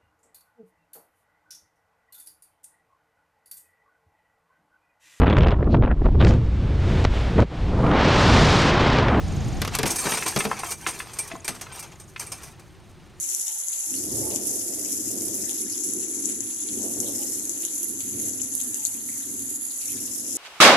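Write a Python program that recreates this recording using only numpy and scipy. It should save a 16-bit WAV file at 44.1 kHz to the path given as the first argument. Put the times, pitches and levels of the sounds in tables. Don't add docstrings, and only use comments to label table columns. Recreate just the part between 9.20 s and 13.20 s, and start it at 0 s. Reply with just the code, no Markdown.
import sys
import numpy as np
from scipy import signal
from scipy.fft import rfft, irfft
from scipy.io import wavfile

SR = 44100
rng = np.random.default_rng(int(sys.argv[2]) if len(sys.argv) > 2 else 0)


def master_out(mix):
    frames = np.transpose(np.atleast_2d(mix))
    ceiling = np.clip(frames, -1, 1)
    pcm = np.round(ceiling * 32767).astype(np.int16)
    wavfile.write(sys.argv[1], SR, pcm)


N = 176400
TIME = np.arange(N) / SR

# t/s, treble level/dB, clank level/dB, hook level/dB
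SPRING_HITS = [(0.661,-26,-25.5,-44),(0.704,-21.5,-29,-37),(0.758,-23,-33,-36),(0.785,-32,-30.5,-29),(0.936,-40,-26,-30),(0.971,-27.5,-27.5,-36),(1.061,-26,-23.5,-35),(1.079,-22,-39,-31),(1.187,-28,-34,-27),(1.390,-34.5,-38,-37),(1.518,-33,-35.5,-36.5),(1.61,-40.5,-59,-65),(1.668,-28,-27,-40),(1.685,-34,-29.5,-35.5),(1.788,-35,-43,-41.5),(1.933,-38,-45,-45),(1.987,-25.5,-34,-26.5),(2.075,-36,-44,-59),(2.245,-32.5,-37,-38.5),(2.278,-26,-28.5,-32),(2.347,-40,-38.5,-57),(2.411,-31,-34.5,-49),(2.523,-47,-55,-47),(2.592,-36,-51,-40),(2.626,-36.5,-41.5,-66),(2.719,-52,-43.5,-66),(2.798,-46,-47,-47.5),(2.995,-29,-37.5,-38.5),(3.065,-41,-54,-41.5),(3.118,-30.5,-34.5,-37),(3.232,-37,-42.5,-52),(3.394,-49.5,-48,-66)]
# f/Hz, level/dB
HOOK_TONES = [(2345,-3),(2378,-13),(4530,-11.5),(5776,-20),(6025,-18),(6155,-8),(6530,-27),(8274,-2.5),(8428,-4),(8485,-1),(8586,1.5),(8785,-1),(9055,-6),(9335,-10),(9718,-8),(12540,-14)]
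# f/Hz, level/dB
COIL_TREBLE = [(2500,-34),(4500,-5),(6200,5),(7400,-0.5),(8700,4),(10500,-3.5),(12300,-1.5),(14200,-13.5),(16000,-19.5)]
# f/Hz, level/dB
COIL_CLANK = [(100,-15),(350,5),(560,-2),(800,4.5),(1150,3),(1700,-1),(2400,0.5),(3100,-4),(6500,-6.5),(12000,-33)]

BLOW_ATTACK_S, JINGLE_ATTACK_S, HOOK_T60_S = 0.001457, 0.0024, 0.14


def from_db(db):
    return 10 ** (np.asarray(db) / 20)


def rms_one(x):
    return x / np.sqrt(np.mean(x ** 2) + 1e-20)


def level_curves(rows):
    times, *columns = np.transpose(rows)
    return [from_db(np.interp(TIME, times, db)) for db in columns]


def coloured(x, colour):
    hz, db = np.transpose(colour)
    bin_hz = np.maximum(np.arange(len(x) // 2 + 1) * SR / len(x), 1)
    gain = from_db(np.interp(np.log(bin_hz), np.log(hz), db))
    return irfft(rfft(x) * gain, len(x))


def noise(colour):
    return rms_one(coloured(rng.standard_normal(N), colour))


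def clicks(times, heights):
    samples = np.clip(np.ravel(times) * SR, 0, N - 1).astype(int)
    return np.bincount(samples, np.ravel(heights), N)


def ring(x, hz, t60):
    decay, step = from_db(-60 / (t60 * SR)), 2 * np.pi * hz / SR
    return signal.lfilter([0, np.sin(step)], [1, -2 * decay * np.cos(step), decay * decay], x + 1e-18)


def struck(times, db, colour, attack, t60):
    fall, rise = from_db(-120 / (t60 * SR)), np.exp(-1 / (attack * SR))
    blows = clicks(times, from_db(db) ** 2) + 1e-18
    power = signal.lfilter([1 - rise], np.convolve([1, -fall], [1, -rise]), blows)
    return np.sqrt(np.abs(power)) * noise(colour)


def reflections(samples, t60):
    echoes = rng.standard_normal(samples) * from_db(-60 * TIME[:samples] / t60)
    return echoes / np.sqrt(np.sum(echoes ** 2))


def through(x, response):
    return signal.fftconvolve(x, response)[:N]


def hum_and_rumble():
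    # t/s, level/dB
    rumble_levels = [(0,-27),(.21,-25.5),(.41,-27),(.5,-32),(.75,-44),(1.25,-48.5),(1.6,-50),(2.2,-53)]
    # f/Hz, level/dB
    rumble_colour = [(13,-38),(22,-3),(107,3),(579,-22.5),(753,-17.5),(930,-26.5),(6370,-36.5),(16000,-82)]
    # f/Hz, level/dB
    hum_colour = [(13,-47),(22,-14.5),(147,-4),(280,-19),(366,-7.5),(409,-20),(771,-21),(3710,-31),(16000,-54)]
    rumble_gain, = level_curves(rumble_levels)
    return rumble_gain * noise(rumble_colour) + from_db(-50) * noise(hum_colour)


def chirps():
    # start/s, end/s, level/dB
    runs = [(0.077,.55,-40),(2.117,2.22,-42),(2.67,2.9,-48.5)]
    gap_s, length_s, start_hz, end_hz = .0412, .013, 7650, 5750
    t = TIME[TIME < length_s]
    hz = np.interp(t, [0, length_s], [start_hz, end_hz])
    chirp = np.sin(np.pi * t / length_s) ** 2 * np.sin(2 * np.pi * np.cumsum(hz) / SR)
    times, levels = np.transpose([(at, db) for start, end, db in runs for at in np.arange(start, end, gap_s)])
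    return through(clicks(times, from_db(levels)), chirp)


def hall_echo(x):
    # f/Hz, level/dB
    tail_colour = [(100,7.5),(400,7.5),(8000,-40),(16000,3)]
    floor_delay_s, tail_delay_s = .0155, .012
    muffle = signal.butter(1, 3000, fs=SR, output="sos")
    floor = signal.sosfilt(muffle, np.interp(TIME - floor_delay_s, TIME, x))
    tail = coloured(through(x, reflections(samples=50000, t60=0.57)), tail_colour)
    return from_db(-13) * floor + from_db(-16) * np.interp(TIME - tail_delay_s, TIME, tail)


def side_echoes(x):
    response = rfft(reflections(samples=1500, t60=.03), N)
    return irfft(rfft(x) * response / np.abs(response), N)


def rod():
    # f/Hz, level/dB
    tones = [(668,-34.5),(2005,-48)]
    return sum(ring(clicks(times=[2.115], heights=from_db([db])), hz, t60=.36) for hz, db in tones)


def wheel_knocks():
    # t/s, level/dB, centre f/Hz
    knocks = [(1.023,-25,2160),(1.205,-20,2100),(1.3134,-18.5,1070),(1.328,-29,1000),(1.433,-24,1170),(1.6641,-19,1720),(1.801,-27,2130),(2.114,-31,2230),(2.136,-28,298),(2.152,-32.5,760),(2.466,-36.5,1660),(2.9608,-29,2250)]
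    # f/Hz, level/dB
    tones = [(280,-3),(730,-4.5),(1055,3),(1320,-2),(1735,-3.5),(2100,-2),(2580,0),(3490,-6)]
    times, db, pitch = np.transpose(knocks)
    width_octaves, colour_hz = .7, np.geomspace(100, 16000, 24)
    out = 0
    for at, level, centre in knocks:
        colour_db = np.maximum(-4 * (np.log2(colour_hz / centre) / width_octaves) ** 2, -40)
        out += struck([at], level - 6, np.c_[colour_hz, colour_db], BLOW_ATTACK_S, t60=.052)
    for k, (hz, tone_db) in enumerate(tones):
        nearness = np.exp(-(np.log2(hz / pitch) / width_octaves) ** 2 / 2)
        starts = times + rng.uniform(0, 2 * BLOW_ATTACK_S, len(times))
        heights = nearness * from_db(db + tone_db + 1 + rng.normal(0, 1, len(times)))
        out += (-1) ** k * ring(clicks(starts, heights), hz, t60=0.033)
    return out


def grit(colour):
    contacts_per_s, spread_db, flutter_db = 800, 2, 4.4
    contacts = np.flatnonzero(rng.random(N) < contacts_per_s / SR)
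    db = spread_db * np.minimum(rng.exponential(1, N), 4)
    flutter_times = TIME[::SR // 60]
    db += flutter_db * np.interp(TIME, flutter_times, rng.standard_normal(len(flutter_times)))
    return rms_one(struck(contacts / SR, db[contacts], colour, attack=.0003, t60=0.024))


def clinks(low_hz, high_hz, colour):
    coils, touches_per_s = 60, 15
    out = 0
    for hz in np.geomspace(low_hz, high_hz, coils) * rng.uniform(.98, 1.02, coils):
        times = rng.uniform(0, N / SR, int(touches_per_s * N / SR))
        out += np.sqrt(hz) * ring(clicks(times, rng.standard_normal(len(times))), hz, t60=.11)
    return rms_one(coloured(out, colour))


def spring_scrape():
    # t/s, treble level/dB, clank level/dB
    drag_levels = [(.41,-48.5,-63),(.525,-44,-45.5),(.545,-30.5,-33.5),(.61,-44.5,-39.5),(.648,-40,-50),(.675,-24,-34),(.745,-30,-42.5),(.80,-22.5,-41.5),(.86,-23,-29.5),(.92,-20,-33),(.99,-29,-37),(1.085,-31,-38.5),(1.13,-33,-40.5),(1.245,-30.5,-36),(1.28,-37.5,-38.5),(1.42,-37,-42),(1.525,-25,-37.5),(1.56,-46,-60),(1.65,-38.5,-42),(1.71,-31,-45),(1.765,-40,-43.5),(1.92,-43.5,-51.5),(2.03,-37.5,-46),(2.225,-51.5,-54.5),(2.31,-44,-48.5),(2.39,-47,-52),(2.51,-53,-49),(2.56,-35,-44.5),(2.70,-55,-53.5),(2.96,-55.5,-74),(3.02,-32,-43.5),(3.055,-46,-51.5),(3.28,-44,-52),(3.37,-61,-61),(3.6,-61,-66)]
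    treble_gain, clank_gain = level_curves(drag_levels)
    rubbing = rng.standard_normal(N)
    hook = rms_one(sum(from_db(db) * ring(rubbing, hz, HOOK_T60_S) for hz, db in HOOK_TONES))
    clink_share = .36
    grit_gain, clink_gain = np.sqrt(1 - clink_share), np.sqrt(clink_share)
    treble = grit_gain * grit(COIL_TREBLE) + clink_gain * clinks(4200, 13000, COIL_TREBLE)
    clank = grit_gain * grit(COIL_CLANK) + clink_gain * clinks(330, 5000, COIL_CLANK)
    return from_db(-6.5) * treble_gain * (treble + from_db(-7) * hook) + from_db(2) * clank_gain * clank


def coil_rings():
    tone_count, t60 = 22, 0.2
    out, t = np.zeros(N + SR), TIME[:SR // 3]
    for at, db, _, _ in SPRING_HITS:
        hz = rng.uniform(4500, 12000, (tone_count, 1))
        tones = rng.standard_normal((tone_count, 1)) * np.sin(2 * np.pi * hz * t)
        rise_and_fade = (1 - np.exp(-t / JINGLE_ATTACK_S)) * from_db(db - 19 - 60 * t / t60)
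        out[int(at * SR):][:len(t)] += rise_and_fade * tones.sum(axis=0)
    return coloured(out[:N], COIL_TREBLE)


def spring_jingles():
    times, treble_db, clank_db, hook_db = np.transpose(SPRING_HITS)
    out = struck(times, treble_db, COIL_TREBLE, JINGLE_ATTACK_S, t60=0.067)
    out += struck(times, clank_db, COIL_CLANK, JINGLE_ATTACK_S, t60=0.1)
    for hz, tone_db in HOOK_TONES:
        db = hook_db + tone_db + rng.normal(0, 3.5, len(times))
        starts = times + rng.uniform(0, 2 * JINGLE_ATTACK_S, len(times))
        out += ring(clicks(starts, from_db(db)), hz, HOOK_T60_S)
    return out


def drive_clacks():
    # t/s, metal level/dB, thud level/dB, crack level/dB
    blows = [(0.4172,-22,-29,-24.5),(0.4484,-25.5,-38,-32),(0.4758,-26,-32,-33),(0.551,-27,-39,-18.5),(.587,-26,-25,-20),(0.594,-29,-23.5,-33),(0.631,-22.5,-33,-24),(0.636,-37,-17.5,-45),(.656,-22.5,-28,-34),(.852,-38,-25,-34),(.866,-33,-28.5,-37),(0.919,-22.5,-30.5,-33),(1.161,-22.5,-21.5,-24.5),(1.164,-23,-25.5,-29),(1.174,-44,-24.5,-25),(1.251,-24,-20.5,-29),(1.261,-46,-36,-50),(2.279,-29.5,-43,-25),(2.290,-42,-32,-25)]
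    # f/Hz, level/dB
    frame_tones = [(145,0),(210,0.5),(440,-2)]
    # f/Hz, level/dB
    thud_colour = [(40,-18),(220,-0.5),(450,-4),(1000,-13),(2500,-49)]
    # f/Hz, level/dB
    metal_colour = [(250,-55),(600,-3),(1200,5),(2500,2),(4000,-2.5),(6000,-5),(12000,-41)]
    # f/Hz, level/dB
    crack_colour = [(1500,-39),(4000,5),(9000,2.5),(12500,3),(16000,-24)]
    times, metal_db, thud_db, crack_db = np.transpose(blows)
    thud_attack_s = 0.0027
    wood = from_db(-1.5) * struck(times, thud_db, thud_colour, thud_attack_s, t60=0.089)
    for k, (hz, tone_db) in enumerate(frame_tones):
        starts = times + rng.uniform(0, thud_attack_s, len(times))
        heights = from_db(thud_db + tone_db - 3 + rng.normal(0, 1, len(times)))
        wood += (-1) ** k * ring(clicks(starts, heights), hz, t60=0.053)
    metal = struck(times, metal_db, metal_colour, BLOW_ATTACK_S, t60=0.056)
    crack = struck(times, crack_db, crack_colour, attack=0.00046, t60=0.026)
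    return from_db(1.5) * (metal + wood + crack)


def scene():
    # f/Hz, level/dB
    width = [(25,-13),(140,-6),(500,-13),(2200,-23),(6200,-17),(9500,-17),(11500,-28)]
    machine = drive_clacks() + wheel_knocks() + rod() + spring_jingles() + coil_rings() + spring_scrape()
    sound = machine + hall_echo(machine) + chirps()
    centre = sound + hum_and_rumble()
    side = coloured(side_echoes(sound) + hum_and_rumble(), width)
    return np.array([centre + side, centre - side])


def record(dry):
    cutoff_hz = 16200
    return signal.sosfilt(signal.ellip(10, .1, 80, cutoff_hz, fs=SR, output="sos"), dry)


dry = scene()
out = record(dry)
master_out(out)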